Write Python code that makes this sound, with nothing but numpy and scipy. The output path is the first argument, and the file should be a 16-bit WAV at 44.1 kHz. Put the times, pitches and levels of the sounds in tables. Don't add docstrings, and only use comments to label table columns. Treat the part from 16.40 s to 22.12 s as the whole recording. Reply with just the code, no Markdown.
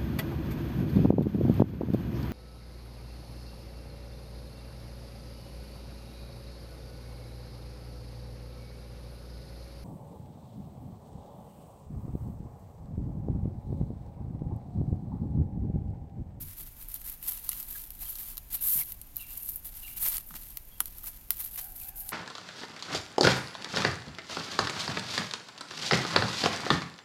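import sys
import numpy as np
from scipy import signal
from scipy.fft import rfft, irfft
from scipy.io import wavfile

SR = 44100
rng = np.random.default_rng(int(sys.argv[2]) if len(sys.argv) > 2 else 0)


def master_out(mix):
    frames = np.transpose(np.atleast_2d(mix))
    ceiling = np.clip(frames, -1, 1)
    pcm = np.round(ceiling * 32767).astype(np.int16)
    wavfile.write(sys.argv[1], SR, pcm)


N = 252252
TIME = np.arange(N) / SR

# (frequency [Hz], relative level [dB])
AIR_SPECTRUM = [(20, 4), (35, 4.5), (55, -2.5), (100, -9), (160, -16), (255, -18), (450, -27.5),
                (800, -25.5), (1200, -31.5), (2500, -31.5), (5000, -37.5), (9000, -67), (16000, -51)]
HISS_SPECTRUM = [(3000, -13), (7000, 0.5), (9800, -14), (13000, 8), (16000, -3)]
# (start [s], length [s], rasp level [dB], papery body level [dB])
STROKES = [(0.0, 0.046, -39.5, -53.5), (0.064, 0.094, -50, -54.5), (0.165, 0.081, -45, -54.5),
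           (0.255, 0.029, -49, -55.5), (0.356, 0.11, -50.5, -58), (0.476, 0.14, -46, -55),
           (0.637, 0.096, -41.5, -49.5), (0.806, 0.18, -40.5, -48.5), (0.938, 0.26, -45, -53),
           (1.079, 0.17, -43, -51), (1.265, 0.18, -41.5, -51.5), (1.512, 0.13, -50.5, -60),
           (1.608, 0.18, -42.5, -52.5), (1.778, 0.069, -40.5, -50), (1.839, 0.11, -43, -51.5),
           (2.101, .03, -45, -49), (2.122, 0.039, -34.5, -43), (2.203, 0.084, -31.5, -47.5),
           (2.249, .16, -25.5, -45), (2.445, 0.087, -44, -55.5), (2.77, 0.068, -45, -54),
           (2.853, 0.15, -45, -53.5), (2.976, 0.2, -40.5, -61), (3.234, 0.055, -41, -54),
           (3.312, 0.11, -46.5, -54.5), (3.406, 0.25, -45.5, -54), (3.555, 0.087, -40, -51),
           (3.602, 0.098, -28, -44), (3.693, 0.082, -35, -42), (3.861, 0.027, -45, -76),
           (3.882, 0.27, -48.5, -55.5), (4.367, 0.29, -53, -58.5), (4.624, .085, -46, -56.5),
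           (4.697, 0.11, -56, -58.5), (4.907, 0.038, -43, -49.5), (4.959, 0.12, -40, -50),
           (5.105, 0.15, -43.5, -54.5), (5.22, 0.11, -46, -60.5), (5.342, 0.15, -44, -58),
           (5.555, 0.076, -38, -63), (5.641, .09, -44.5, -55)]
# (frequency [Hz], relative level [dB])
RASP_SPECTRUM = [(2000, -46.5), (6000, -23.5), (8500, -14), (10500, -5), (12500, 4), (14000, 0.5),
                 (15800, -10.5)]
BODY_SPECTRUM = [(200, 2.5), (500, -12), (800, -1.5), (1400, -0.5), (2200, -1), (4000, 1), (6500, -2.5),
                 (9000, -0.5), (14000, 0)]
# (time [s], level [dB], pitch [Hz], time to fade by 60 dB [s])
BUMPS = [(.0, -38, 96, 0.25), (0.189, -46.5, 103, 0.23), (1.571, -39, 36.3, 0.24),
         (2.344, -42.5, 139, 0.25), (2.479, -47, 51.3, 0.32), (2.731, -52, 110, 0.11),
         (3.33, -48.5, 41.4, 0.53), (3.902, -49, 158, 0.062), (3.942, -46, 148, 0.056),
         (4.407, -49, 315, 0.035)]
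# (time [s], level [dB], tick pitch [Hz], low knock [dB], middle crack [dB], ring of the leaf's rib [dB])
SNAPS_AND_KNOCKS = [(0.4843, -25, 13800, -36, -35, -41), (0.541, -18.5, 12100, -40, -46, -28),
                    (0.615, -32, 13000, -31, -20, -20), (0.697, -21.5, 13000, -44, -37, -30),
                    (0.8265, -28, 12700, -38, -23, -33), (0.8817, -21, 12800, -36, -37, -27),
                    (0.9205, -21, 13100, -35, -36, -22), (1.0901, -11, 11650, -33, -41, -23),
                    (1.1161, -24.5, 12400, -32, -13, -15), (1.1295, -24, 13500, -30, -18.5, -17),
                    (1.2273, -24.5, 13000, -35, -34, -20), (1.504, -25, 12900, -45, -26, -22.5),
                    (1.7546, -32.5, 12200, -46, -36, -7.5), (1.97, -26.5, 13600, -31, -31, -15),
                    (1.9782, -20.5, 12900, -32.5, -28, -18), (2.52, -22, 12900, -53, -27, -23.5),
                    (2.614, -27, 12100, -51, -29, -22), (2.7582, -30, 12500, -38, -42, -18),
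                    (2.766, -15.5, 13600, -44, -37, -32), (3.0884, -18.5, 12400, -37, -38, -33),
                    (3.1581, -18, 12400, -45, -52, -44), (3.253, -32, 11400, -35, -35, -32),
                    (3.7675, -18.5, 10200, -49, -27, -17), (3.7802, -18.5, 12300, -29.5, -23, -21),
                    (3.907, -44.5, 12000, -0.5, -16, -21), (3.9401, -35, 12000, -9.5, -17, -17),
                    (4.1707, -19.5, 13400, -37, -23, -19), (4.4032, -8, 11630, -22.5, -21.5, -22),
                    (4.456, -22, 12300, -42, -28, -20.5), (4.583, -27.5, 12800, -35, -40, -24),
                    (4.64, -25.5, 14200, -24, -34, -32), (4.9044, -7.5, 13100, -32.5, -24, -21.5),
                    (5.0469, -19.5, 12500, -51, -40, -31), (5.158, -23, 12800, -33, -23, -32),
                    (5.69, -20, 11340, -45, -27, -17.5)]
# (pitch [Hz], width of the band [Hz], relative level [dB])
KNOCK_MODES = [(780, 96, 8), (1244, 310, 16.5)]
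CRACK_MODES = [(2050, 195, -2), (2850, 270, -2)]
RIB_MODES = [(4120, 730, 4), (4800, 3000, -1), (7440, 1350, 0)]
TICK_MODES = [(8300, 980, -8), (10500, 1770, 0.5), (12080, 1100, 9.5), (14700, 3800, -1.5)]
# (middle time [s], half length [s], rasp level [dB], dull scrape level [dB])
SCUFFS = [(0.888, 0.0083, -28.5, -46), (1.624, 0.011, -37, -50.5), (1.703, 0.0097, -35, -68),
          (2.151, 0.01, -32.5, -62), (2.399, 0.019, -34, -46.5), (2.976, 0.0038, -33.5, -60),
          (3.095, 0.0042, -33, -56), (3.667, 0.012, -32, -38), (3.959, 0.007, -40, -43),
          (4.677, 0.012, -37.5, -48.5), (5.007, 0.0052, -30.5, -45.5), (5.188, 0.0085, -33, -40),
          (5.489, .004, -36.5, -57)]
# (frequency [Hz], relative level [dB])
SCRAPE_SPECTRUM = [(200, -12), (450, -10), (750, -1.5), (1400, -5.5), (2200, -1), (3500, -4.5), (7000, -2),
                   (12000, -7)]
# (time [s], pitch [Hz], level [dB])
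SQUEAKS = [(1.358, 1690, -47), (2.419, 2130, -41.5)]
# (time [s], length [s], pitch [Hz], level [dB], upper voice against the lower [dB])
CHIRPS = [(1.652, .045, 3250, -57, -8), (2.161, 0.054, 2850, -65, 3), (2.792, 0.04, 2816, -50.5, -10),
          (3.427, .045, 2900, -49.5, -14), (4.309, 0.042, 3320, -61, -9), (5.404, 0.028, 2565, -60, -15)]
# (time [s], pitch [Hz], level [dB])
CROW = [(5.10, 768, -80), (5.26, 764, -62.5), (5.35, 791, -79), (5.43, 788, -66), (5.61, 789, -67.5),
        (5.72, 783, -64)]
CROW_HARMONICS_DB = [4.5, -3, -14]


def from_db(db):
    return 10 ** (np.asarray(db) / 20)


def rms_one(x):
    return x / np.sqrt(np.mean(x ** 2) + 1e-20)


def add(out, start, sound):
    i = max(round(start * SR), 0)
    out[i:i + len(sound)] += sound[:max(N - i, 0)]


def drift(per_s):
    hz = np.fft.rfftfreq(N, 1 / SR)
    return rms_one(irfft(rfft(rng.standard_normal(N)) / (1 + (hz / per_s) ** 4), N))


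def coloured(x, spectrum):
    hz, db = np.transpose(spectrum)
    f = np.fft.rfftfreq(N, 1 / SR) + 1
    gain = from_db(np.interp(np.log(f), np.log(hz), db))
    end_cuts = np.hypot(1, (hz[0] / f / 2) ** 2) * np.hypot(1, (f / hz[-1] / 2) ** 2)
    return rms_one(irfft(rfft(x) * gain / end_cuts, N))


def resonate(x, hz, width):
    r = np.exp(-np.pi * width / SR)
    feedback = [1, -2 * r * np.cos(2 * np.pi * hz / SR), r * r]
    return signal.lfilter(np.array([1, 0, -1]) * (1 - r * r) / 2, feedback, x + 1e-18)


def echoes(x, t60, delay):
    t = TIME[:SR]
    response = rng.standard_normal(SR) * from_db(-60 * t / t60) * (t > delay)
    return signal.fftconvolve(x, response / np.linalg.norm(response))[:N]


def surroundings(air_db=-50.5, hiss_db=-61.5, insect_db=-68, insect_hz=9600, width_hz=890):
    air, hiss, insects = rng.standard_normal((3, N))
    air = from_db(air_db) * coloured(air, AIR_SPECTRUM)
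    hiss = from_db(hiss_db) * coloured(hiss, HISS_SPECTRUM)
    insects = resonate(resonate(insects, insect_hz, width_hz), insect_hz, width_hz)
    return air + hiss + from_db(insect_db) * rms_one(insects)


def strokes(attack_share=0.11, arch_db=5.5, fade_t60=0.21, rest_rasp_db=-58, rest_body_db=-73.5):
    rasp_power = np.full(N, from_db(rest_rasp_db) ** 2)
    body_power = np.full(N, from_db(rest_body_db) ** 2)
    t = TIME[:SR // 2]
    for start, length, rasp_db, body_db in STROKES:
        rise = np.minimum(t / (attack_share * length), 1)
        off_middle = 2 * np.minimum(t / length, 1) - 1
        fade_db = 60 * np.maximum(t - length, 0) / fade_t60
        speed = rise * from_db(-arch_db * off_middle ** 2 - fade_db)
        add(rasp_power, start, (from_db(rasp_db) * speed) ** 2)
        add(body_power, start, (from_db(body_db) * speed) ** 2)
    return np.sqrt(rasp_power), np.sqrt(body_power)


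def slips(per_s, spread_db):
    sizes = from_db(spread_db * np.minimum(rng.exponential(1, N), 5))
    return rms_one((rng.random(N) < per_s / SR) * sizes * rng.choice([-1, 1], N))


def friction(fast_share, grip, flutter):
    smooth = slips(per_s=16000, spread_db=0.5)
    catching = rms_one(grip * slips(per_s=2600, spread_db=2.5))
    return flutter * (np.sqrt(fast_share) * smooth + np.sqrt(1 - fast_share) * catching)


def sliding(rasp, body, unsteady_db=1.38):
    hand = from_db(unsteady_db * drift(per_s=59))
    rasp, body, scrape = rasp * hand, body * hand, 0
    for middle, half_length, rasp_db, scrape_db in SCUFFS:
        swell = np.exp(-0.5 * ((TIME - middle) / half_length) ** 2)
        rasp = np.hypot(rasp, from_db(rasp_db) * swell)
        scrape = np.hypot(scrape, from_db(scrape_db) * swell)
    fast_share = np.clip(rasp / from_db(-35.5), 0.25, 0.92)
    grip = from_db(2.7 * drift(per_s=52))
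    flutter = from_db(1.5 * drift(per_s=200))
    surface = friction(fast_share, grip, flutter)
    edge = friction(fast_share, grip, flutter)
    return (rasp * coloured(surface, RASP_SPECTRUM)
            + body * coloured(surface + edge, BODY_SPECTRUM)
            + scrape * coloured(edge, SCRAPE_SPECTRUM))


def crinkle(rasp, most_per_s=60, boost_db=12, spread_db=3.5, ring_db=-12, width_hz=2200):
    motion = np.minimum(rasp, from_db(-40))
    strength = motion * from_db(boost_db + spread_db * rng.standard_normal(N).clip(-2, 1.8))
    chance = most_per_s / SR * np.sqrt(motion / motion.max())
    flicks = (rng.random(N) < chance) * strength
    pitches_hz = np.geomspace(9500, 15000, num=6)
    chosen = rng.integers(len(pitches_hz), size=N)
    ticks = sum(resonate(flicks * (chosen == k), hz, width_hz) for k, hz in enumerate(pitches_hz))
    ring = sum(from_db(db + ring_db) * resonate(flicks * rng.standard_normal(N), hz, width)
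               for hz, width, db in CRACK_MODES + RIB_MODES)
    return (ticks + ring) * SR / (2 * np.pi * width_hz)


def bumps():
    out, t = np.zeros(N), TIME[:SR // 2]
    for start, db, hz, t60 in BUMPS:
        rise = 1 - np.exp(-t * hz / 2)
        push = rng.standard_normal(len(t)) * from_db(-60 * t / t60) * rise
        thud = resonate(resonate(push, hz, 0.2 * hz), hz, 1.44 * hz)
        add(out, start, from_db(db) * thud / np.abs(thud).max())
    return out


def crackle(t, db, t60, density):
    return from_db(db - 60 * t / t60) * rng.standard_normal(len(t)) * (rng.random(len(t)) < density)


def strip_ring(force, modes, pitch_ratio):
    ring = sum((-1) ** k * from_db(db) * resonate(force, hz * pitch_ratio, width)
               for k, (hz, width, db) in enumerate(modes))
    return ring / np.sqrt(np.sum(ring ** 2) / (SR / 1000))


def snaps_and_knocks(knock_db=4.5, crack_db=-0.5, rib_db=1.5, tick_db=-5.5, base_tick_hz=12450):
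    out, t = np.zeros(N), TIME[:SR // 20]
    for start, db, tick_hz, knock, crack, rib in SNAPS_AND_KNOCKS:
        jolt = t == 0
        burst = crackle(t, db=-10, t60=0.016, density=0.3)
        settle = crackle(t, db=-18, t60=0.059, density=0.03)
        push = jolt + 0.45 * burst
        pitch_ratio = np.exp(0.015 * rng.standard_normal())
        groups = [(KNOCK_MODES, knock + knock_db), (CRACK_MODES, crack + crack_db),
                  (RIB_MODES, rib + rib_db)]
        bend = sum(from_db(level) * strip_ring(push, modes, pitch_ratio) for modes, level in groups)
        tick = from_db(tick_db) * strip_ring(jolt + burst + settle, TICK_MODES, tick_hz / base_tick_hz)
        add(out, start + 0.0011, from_db(db) * (tick + bend))
    return out


def squeaks(half_length_s=0.0052, roughness=0.0603):
    out = np.zeros(N)
    waver = 1 + roughness * drift(per_s=440)
    for middle, hz, db in SQUEAKS:
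        swell = from_db(db - 4.3 * ((TIME - middle) / half_length_s) ** 2)
        out += swell * np.sin(2 * np.pi * hz * np.cumsum(waver) / SR)
    return out


def bird(roughness=0.033, sag_hz_per_s=3720, upper_ratio=1.4, blip_s=0.018, blip_ratio=0.85, blip_db=-5):
    calls, t = np.zeros(N), TIME[:SR // 10]
    waver = 1 + roughness * drift(per_s=317)
    for time, length, hz, db, upper_db in CHIRPS:
        note = (time, length, hz, db)
        blip = (time + length, blip_s, hz * blip_ratio, db + blip_db)
        for start, span, start_hz, level in (note, blip):
            progress = np.minimum(t / span, 1)
            swell = np.sqrt(8 * progress * (1 - progress))
            pitch = (start_hz - sag_hz_per_s * t) * np.interp(start + t, TIME, waver)
            phase = 2 * np.pi * np.cumsum(pitch) / SR
            voices = np.sin(phase) + from_db(upper_db) * np.sin(upper_ratio * phase)
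            add(calls, start, from_db(level) * swell * voices)
    calls *= from_db(3 * drift(per_s=120))
    return from_db(-1) * calls + from_db(-4.5) * echoes(calls, t60=0.8, delay=0.02)


def rooster():
    times, hz, db = np.transpose(CROW)
    shake = 0.048 * drift(per_s=60) + 0.014 * drift(per_s=16)
    pitch = np.interp(TIME, times, hz) * (1 + shake)
    phase = 2 * np.pi * np.cumsum(pitch) / SR
    note = sum(from_db(level) * np.sin(k * phase) for k, level in enumerate(CROW_HARMONICS_DB, 1))
    note *= from_db(np.interp(TIME, times, db)) * (TIME > times[0])
    return from_db(-2) * note + from_db(-1) * echoes(note, t60=0.47, delay=0.0057)


def scene():
    rasp, body = strokes()
    leaves = sliding(rasp, body) + crinkle(rasp) + snaps_and_knocks() + squeaks()
    near = leaves + from_db(-15) * echoes(leaves, t60=0.069, delay=0.0026) + bumps()
    return (near + bird() + rooster() + surroundings())[None]


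def record(dry):
    cutoff_hz = 15950
    return signal.sosfilt(signal.ellip(10, 0.2, 70, cutoff_hz, fs=SR, output="sos"), dry)


dry = scene()
out = record(dry)
master_out(out)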